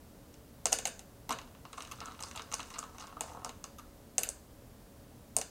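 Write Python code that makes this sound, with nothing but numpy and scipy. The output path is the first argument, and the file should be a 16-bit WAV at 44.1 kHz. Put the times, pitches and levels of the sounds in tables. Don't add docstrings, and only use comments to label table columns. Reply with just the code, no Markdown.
import sys
import numpy as np
from scipy import signal
from scipy.fft import rfft, irfft
from scipy.io import wavfile

SR = 44100
rng = np.random.default_rng(int(sys.argv[2]) if len(sys.argv) > 2 else 0)


def transcribe(signal):
    frames = np.atleast_2d(signal).T
    limited = np.clip(frames, -1, 1)
    pcm = np.round(limited * 32767).astype(np.int16)
    wavfile.write(sys.argv[1], SR, pcm)


N = 242550

# (t/s, shell click level/dB, shell pitch f/Hz, board knock level/dB, cup ring level/dB)
BLOWS = [(0.341, -44.5, 5870, -56, -52), (0.656, -9.5, 6550, -25, -25.5), (0.6679, -22, 6700, -33.5, -28.5),
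         (0.6974, -43, 7140, -50, -53), (0.7248, -25, 6540, -41, -24), (0.7283, -6.5, 6760, -26.5, -21.5),
         (0.787, -20.5, 7000, -36, -29.5), (0.872, -24, 8300, -43, -30.5), (0.8779, -25, 7350, -40, -56),
         (0.9927, -33, 7200, -51, -41), (1.3065, -27, 6580, -22.5, -29), (1.314, -30, 5600, -34.5, -30),
         (1.3869, -36, 6080, -40.5, -34), (1.4148, -45, 5580, -54, -46), (1.475, -54, 4660, -55, -51.5),
         (1.5493, -65, 4900, -54, -49), (1.652, -45, 4530, -40, -41.5), (1.8053, -37, 5600, -39.5, -32.5),
         (1.822, -32, 6800, -50, -38), (1.85, -41, 6430, -59, -39.5), (1.8735, -41, 6310, -63, -46),
         (2.004, -32.5, 4830, -57, -35.5), (2.0572, -31.5, 7050, -44, -44), (2.0831, -58, 5130, -40.5, -46),
         (2.1118, -51, 6220, -50, -43), (2.12, -45, 4800, -50, -49), (2.1492, -50, 5300, -63, -46),
         (2.1915, -53, 4650, -43.5, -41), (2.225, -29, 6900, -48, -41), (2.2358, -25.5, 5100, -38, -38.5),
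         (2.2835, -46, 6500, -62, -51), (2.312, -36.5, 5630, -63, -37.5),
         (2.3748, -35.5, 4860, -38.5, -31.5), (2.3945, -42, 5230, -34, -31.5), (2.42, -34, 5250, -49, -43),
         (2.5162, -35, 6600, -43, -37.5), (2.5243, -29, 6900, -37.5, -37), (2.536, -32, 4540, -34, -30.5),
         (2.5406, -16.5, 6460, -44, -35), (2.5836, -36, 6800, -49, -48), (2.594, -39, 4400, -32, -35),
         (2.6025, -36.5, 6300, -50, -30), (2.6297, -38, 5770, -47, -41.5), (2.685, -47, 6500, -61, -54),
         (2.7036, -38, 6560, -50, -39), (2.7848, -30, 6550, -35, -43), (2.7893, -21.5, 7100, -57, -41),
         (2.8272, -45, 7560, -36, -40), (2.838, -41, 6480, -39, -43), (2.8942, -52, 5120, -47.5, -55),
         (2.946, -57, 6200, -46, -58), (2.983, -38.5, 5900, -43.5, -40.5), (3.0234, -40.5, 5600, -42, -48),
         (3.0408, -57, 4810, -41.5, -62), (3.07, -40, 5140, -61, -58), (3.1256, -64, 6290, -42, -52),
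         (3.1681, -60, 6290, -36.5, -51), (3.1936, -66, 7240, -49, -51), (3.208, -18, 7260, -31.5, -29.5),
         (3.2357, -43, 6260, -38, -48), (3.2605, -44, 7800, -45, -57), (3.2769, -51, 7120, -45, -56),
         (3.299, -48, 6900, -42, -55), (3.3171, -53, 7270, -41, -58), (3.334, -48, 6680, -51, -53),
         (3.3485, -49, 7430, -37, -58), (3.3714, -61, 7100, -36, -51), (3.3932, -62, 7800, -46, -59),
         (3.419, -57, 6300, -43, -61), (3.43, -66, 7130, -45, -60), (3.4465, -23.5, 6400, -33.5, -35),
         (3.463, -53, 6550, -34, -45), (3.4926, -33.5, 6640, -37, -35.5), (3.6409, -26.5, 6050, -38.5, -38),
         (4.1814, -9.5, 7850, -31.5, -25), (4.1894, -24, 8600, -38.5, -45), (4.21, -30, 8170, -40, -62),
         (4.2705, -35, 7520, -44.5, -47), (4.2893, -17, 8100, -41.5, -41.5), (4.3015, -38, 7000, -51, -55),
         (5.3656, -8, 8330, -29.5, -30.5), (5.3857, -22, 6830, -35, -38), (5.4138, -22, 6340, -37.5, -31)]
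# (longest duration/ms, snap level against the click/dB)
SLIDES = [(0.7204, -20, 7050, -34, -39, 3.5, -10), (0.8534, -14, 6650, -33.5, -23, 3.07, -17),
          (1.2918, -28.5, 6040, -27.5, -29, 2.2, -5), (1.3208, -24.5, 6900, -37.5, -27.5, 8.2, -17),
          (1.7294, -33, 6500, -38.5, -37, 2.74, -31), (1.776, -34, 7530, -33, -35.5, 7, -26),
          (1.913, -30.5, 5900, -41, -33.5, 8.8, -4.5), (2.014, -55, 7680, -32, -37.5, 12.2, -15),
          (2.2033, -32.5, 6450, -38.5, -38.5, 5.3, -9), (2.3586, -26, 6760, -37, -36, 4.3, -16),
          (2.7387, -34, 4300, -44, -37, 13, -27), (2.757, -48, 4300, -38, -37.5, 6, -19),
          (2.998, -33.5, 4500, -45.5, -43, 15.7, -12), (3.784, -38, 6100, -40.5, -42.5, 12, -3),
          (4.2325, -16.5, 7400, -41, -25.5, 2.2, -6.5)]
SNAP_BLOW_DB = -15.5


def seed_hits(direct, all_round):
    contacts = [(row, 0, SNAP_BLOW_DB) for row in BLOWS]
    contacts += [(row, row[5], row[6]) for row in SLIDES]
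    chance = rng.standard_normal((len(contacts), 4, 39))
    slips = rng.random((len(contacts), 14))
    tail_damping = 0.4
    for (row, length_ms, snap_db), luck, slip in zip(contacts, chance, slips):
        add(direct, row[0], contact(row, luck, slip, length_ms, snap_db))
        even_blow = blow(row, 0 * luck, 0.5, snap_db, tail_damping)
        add(all_round, row[0] + length_ms / 2000, even_blow)


def contact(row, chance, slips, length_ms, snap_db):
    at = (slips ** 1.5 * length_ms * SR / 1000).astype(int)
    train = np.bincount(at - at.min()).astype(float)
    return np.convolve(blow(row, chance, 0.72, snap_db), train / np.linalg.norm(train))


# (f/Hz, relative level/dB, time to fall 60 dB t/s)
SNAP = [(10940, 8.5, 0.0093), (11800, 15, 0.0031), (14040, -1, 0.0057), (13200, -17, 0.00059),
        (15100, 0, 0.0025)]
SNAP_TO_CUP = 0.41
SNAP_DB_PER_OCTAVE = 12
# (f/Hz, relative level/dB, time to fall 60 dB t/s)
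THUMP = [(215, 0, 0.022), (305, 0, 0.021)]
THUMP_DB = -19
CUP_HZ, CUP_SPREAD = 3190, 0.035


def blow(row, chance, focus, snap_db, ring_share=1):
    s, shell_db, shell_hz, knock_db, cup_db = row[:5]
    snap_db = snap_db + shell_db + SNAP_TO_CUP * (cup_db - shell_db)
    snap_db += SNAP_DB_PER_OCTAVE * np.log2(shell_hz / 6500)
    cup_hz = CUP_HZ * np.exp(CUP_SPREAD * chance[3, -1])

    shell_modes = damped(shell_near(shell_hz, focus * 25.7), ring_share)
    board_modes = board_near(knock_pitch(s), focus * 23.8)
    cup_modes = damped(cup_near(cup_hz, focus * 16.2), ring_share)
    click = ring(shell_modes, chance[0], ring_share * 0.0003, detune=0.024)
    snap = ring(SNAP, chance[1], 0.0001, detune=0.013)
    knock = ring(board_modes, chance[2], 0.00065, detune=0.018)
    thump = ring(THUMP, chance[1, ::-1], 0.0013)
    cup_ring = ring(cup_modes, chance[3], 0.00038)

    sound = np.zeros(2000)
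    add(sound, 0, gain_of(shell_db) * click)
    add(sound, 0, gain_of(snap_db) * snap)
    add(sound, 0, gain_of(knock_db) * knock)
    add(sound, 0, gain_of(knock_db + THUMP_DB) * thump)
    add(sound, 0, gain_of(cup_db) * cup_ring)
    return sound


# (f/Hz, relative level/dB)
SHELL = [(4300, -7.5), (5200, -2), (5750, 0), (6250, 3), (6750, 1.5), (7500, 0), (8100, 1.5), (8700, 1),
         (9500, -4), (10400, -5.5)]


def shell_near(centre_hz, fall_db):
    return [(hz, db, 0.0045) for hz, db in near(SHELL, centre_hz, fall_db)]


# (f/Hz, relative level/dB)
BOARD = [(340, -9), (440, -9), (562, -8.5), (640, -10), (745, -4), (830, -7.5), (910, 0.5), (1060, 1.5),
         (1170, 3.5), (1270, 3), (1390, -22), (1565, -6.5), (1750, -4.5)]
BOARD_T60 = 0.029


def board_near(centre_hz, fall_db):
    weighted = near(BOARD, centre_hz, fall_db)
    return [(hz, db, BOARD_T60 * min(700 / hz, 1.2) ** 1.7) for hz, db in weighted]


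# (t/s, centre of the knock f/Hz)
KNOCK_PITCH = [(0.6, 690), (1.1, 755), (1.28, 1053), (1.7, 1060), (2.0, 1270), (2.3, 1154), (2.6, 1060),
               (2.82, 1280), (2.98, 1073), (3.17, 1167), (3.2, 866), (3.5, 1000), (3.8, 1240), (4.1, 614),
               (5.5, 686)]


def knock_pitch(s):
    return np.interp(s, *np.transpose(KNOCK_PITCH))


# (f/Hz, relative level/dB)
CUP = [(1600, 7.5), (1900, 3.5), (2200, 5), (2500, 3.5), (2850, 4), (3200, -3), (3550, 0.5), (3900, 1.5),
       (4300, -1)]


def cup_near(centre_hz, fall_db):
    return [(hz, db, 0.009) for hz, db in near(CUP, centre_hz, fall_db)]


# (t/s, wood rattle level/dB, shell rustle level/dB)
STIRRING = [(1.3, -71, -62), (1.45, -68, -78), (1.6, -72, -85), (1.72, -73, -75), (1.8, -62, -60),
            (1.894, -61.5, -68), (2.09, -53.5, -66), (2.17, -64, -71), (2.26, -56, -56), (2.34, -54.5, -65),
            (2.46, -64, -70), (2.62, -68, -59), (2.73, -55.5, -63.5), (2.9, -68, -77), (3.03, -51, -64),
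            (3.16, -73, -82), (3.28, -59.5, -60), (3.42, -63.5, -79), (3.55, -90, -90)]
ROLL_LOW_HZ, ROLL_HIGH_HZ = 776, 1371
ROLL_SPREAD = 0.08


def stirring(wood_per_s=300, shell_per_s=1400, spread_db=5.0):
    s, wood_db, shell_db = np.transpose(STIRRING)
    t, wood, shells = np.arange(N) / SR, np.zeros(N), np.zeros(N)
    size = gain_of(spread_db * np.minimum(rng.exponential(1, N), 4))
    draw = rng.random(N)
    kind = rng.integers(0, 8, N)
    chance = rng.standard_normal((8, 3, 39))
    spots = np.geomspace(ROLL_LOW_HZ, ROLL_HIGH_HZ, 8)
    wanted = knock_pitch(t) * np.exp(ROLL_SPREAD * rng.standard_normal(N))
    spot = np.rint(np.interp(wanted, spots, np.arange(8)))

    for k in range(8):
        rolls = size * (spot == k) * (draw < wood_per_s / SR)
        knock = ring(board_near(spots[k], 16), chance[k, 0], 0.001, uneven_db=4.0)
        add(knock, 0, ring(cup_near(5800, 6.4), chance[k, 1], 0.00035))
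        wood += signal.oaconvolve(rolls, knock)[:N]

        rubs = size * (kind == k) * (draw > 1 - shell_per_s / SR)
        rub = ring(shell_near(5000, 5), chance[k, 2], 0.0002)
        shells += signal.oaconvolve(rubs, rub)[:N]

    wood_level = gain_of(np.interp(t, s, wood_db, left=-120, right=-120))
    shell_level = gain_of(np.interp(t, s, shell_db, left=-120, right=-120))
    return wood_level * evened(wood) + shell_level * evened(shells)


# (delay t/s, level/dB)
NEAR_ECHOES = [(.0015, -9), (.0036, -16), (.0115, -21)]


def near_echoes(x):
    out = x.copy()
    for delay, db in NEAR_ECHOES:
        add(out, delay, gain_of(db) * x)
    return out


# (f/Hz, time to fall 60 dB t/s)
WALLS = [(400, 0.47), (1000, 0.37), (3000, 0.26), (7000, 0.37), (11000, 0.12), (16000, 0.16)]
# (f/Hz, relative level/dB)
WALL_COLOUR = [(400, 11), (900, -1), (1600, 12.5), (4000, 6), (8000, 1.3), (14000, 12)]


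def walls(x):
    out = np.zeros(N)
    turn = 2 * np.pi * 3.7 * np.arange(N) / SR
    for k in range(3):
        taps = np.zeros(SR)
        at = np.arange(120, SR - 20, 20)
        taps[at + rng.integers(0, 20, len(at))] = rng.choice([-1., 1.], len(at))
        hz, t, z = signal.stft(taps, SR, nperseg=256)
        z *= gain_of(read(WALL_COLOUR, hz)[:, None] - 60 * t / read(WALLS, hz)[:, None])
        z *= 1 + 1.08 * np.exp(-t / 0.0082)
        tail = signal.istft(z, SR, nperseg=256)[1]
        share = np.sqrt(2 / 3) * np.cos(turn + k * 2 * np.pi / 3)
        out += signal.fftconvolve(x * share, tail / np.linalg.norm(tail))[:N]
    return out


# (f/Hz, relative level/dB)
AIR = [(18, -31), (30, 4), (66, -12), (208, -4.5), (263, -6.5), (300, -7), (333, -11.5), (481, -9),
       (520, -15.5), (562, -10.5), (770, -16), (949, -18), (2370, -27.5), (15600, -29.5)]
AIR_DB = -57
# (f/Hz, width/Hz, level/dB)
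HUMS = [(73.8, 43, -61), (121.4, 16, -65.5), (243.5, 50, -68), (299.1, 2.1, -71.5), (555.2, 8.2, -71)]


def air():
    hz = np.fft.rfftfreq(N, 1 / SR)
    out = gain_of(AIR_DB) * shaped_noise(gain_of(read(AIR, hz)))
    for centre_hz, width_hz, db in HUMS:
        peak = 1 / (1 + (2 * (hz - centre_hz) / width_hz) ** 2)
        out += gain_of(db) * shaped_noise(peak)
    return out


def shaped_noise(gains):
    return evened(irfft(rfft(rng.standard_normal(N)) * gains, N))


def ring(modes, chance, rise, detune=0.019, uneven_db=2.5):
    hz, db, t60 = np.transpose(modes)[:, :, None]
    shift, weight = chance[:2 * len(modes)].reshape(2, -1, 1)
    t = np.arange(min(round(t60.max() * SR), 2000)) / SR
    fading = gain_of(db + uneven_db * weight - 60 * t / t60)
    waves = fading * np.sin(2 * np.pi * hz * (1 + detune * shift) * t)
    sound = waves[::2].sum(0) - waves[1::2].sum(0)
    sound *= 1 - np.exp(-t / rise)
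    return sound / abs(sound).max()


def near(modes, centre_hz, fall_db):
    return [(hz, db - max(fall_db, 0) * abs(np.log2(hz / centre_hz))) for hz, db in modes]


def damped(modes, share):
    return [(hz, db, share * t60) for hz, db, t60 in modes]


def gain_of(db):
    return 10 ** (np.asarray(db) / 20)


def evened(x):
    return x / np.sqrt(np.mean(x ** 2) + 1e-20)


def read(points, hz):
    f, value = np.transpose(points)
    return np.interp(np.log(hz + 1), np.log(f + 1), value)


def add(mix, s, sound):
    part = mix[round(s * SR):][:len(sound)]
    part += sound[:len(part)]


def scene():
    background, direct = air(), stirring()
    all_round = direct.copy()
    seed_hits(direct, all_round)
    walls_db = -2
    return (near_echoes(direct) + gain_of(walls_db) * walls(all_round) + background)[None]


def record(dry):
    low_pass = signal.firwin(255, 15900, window=("kaiser", 9), fs=SR)
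    return signal.oaconvolve(dry, low_pass[None], "same")


dry = scene()
out = record(dry)
transcribe(out)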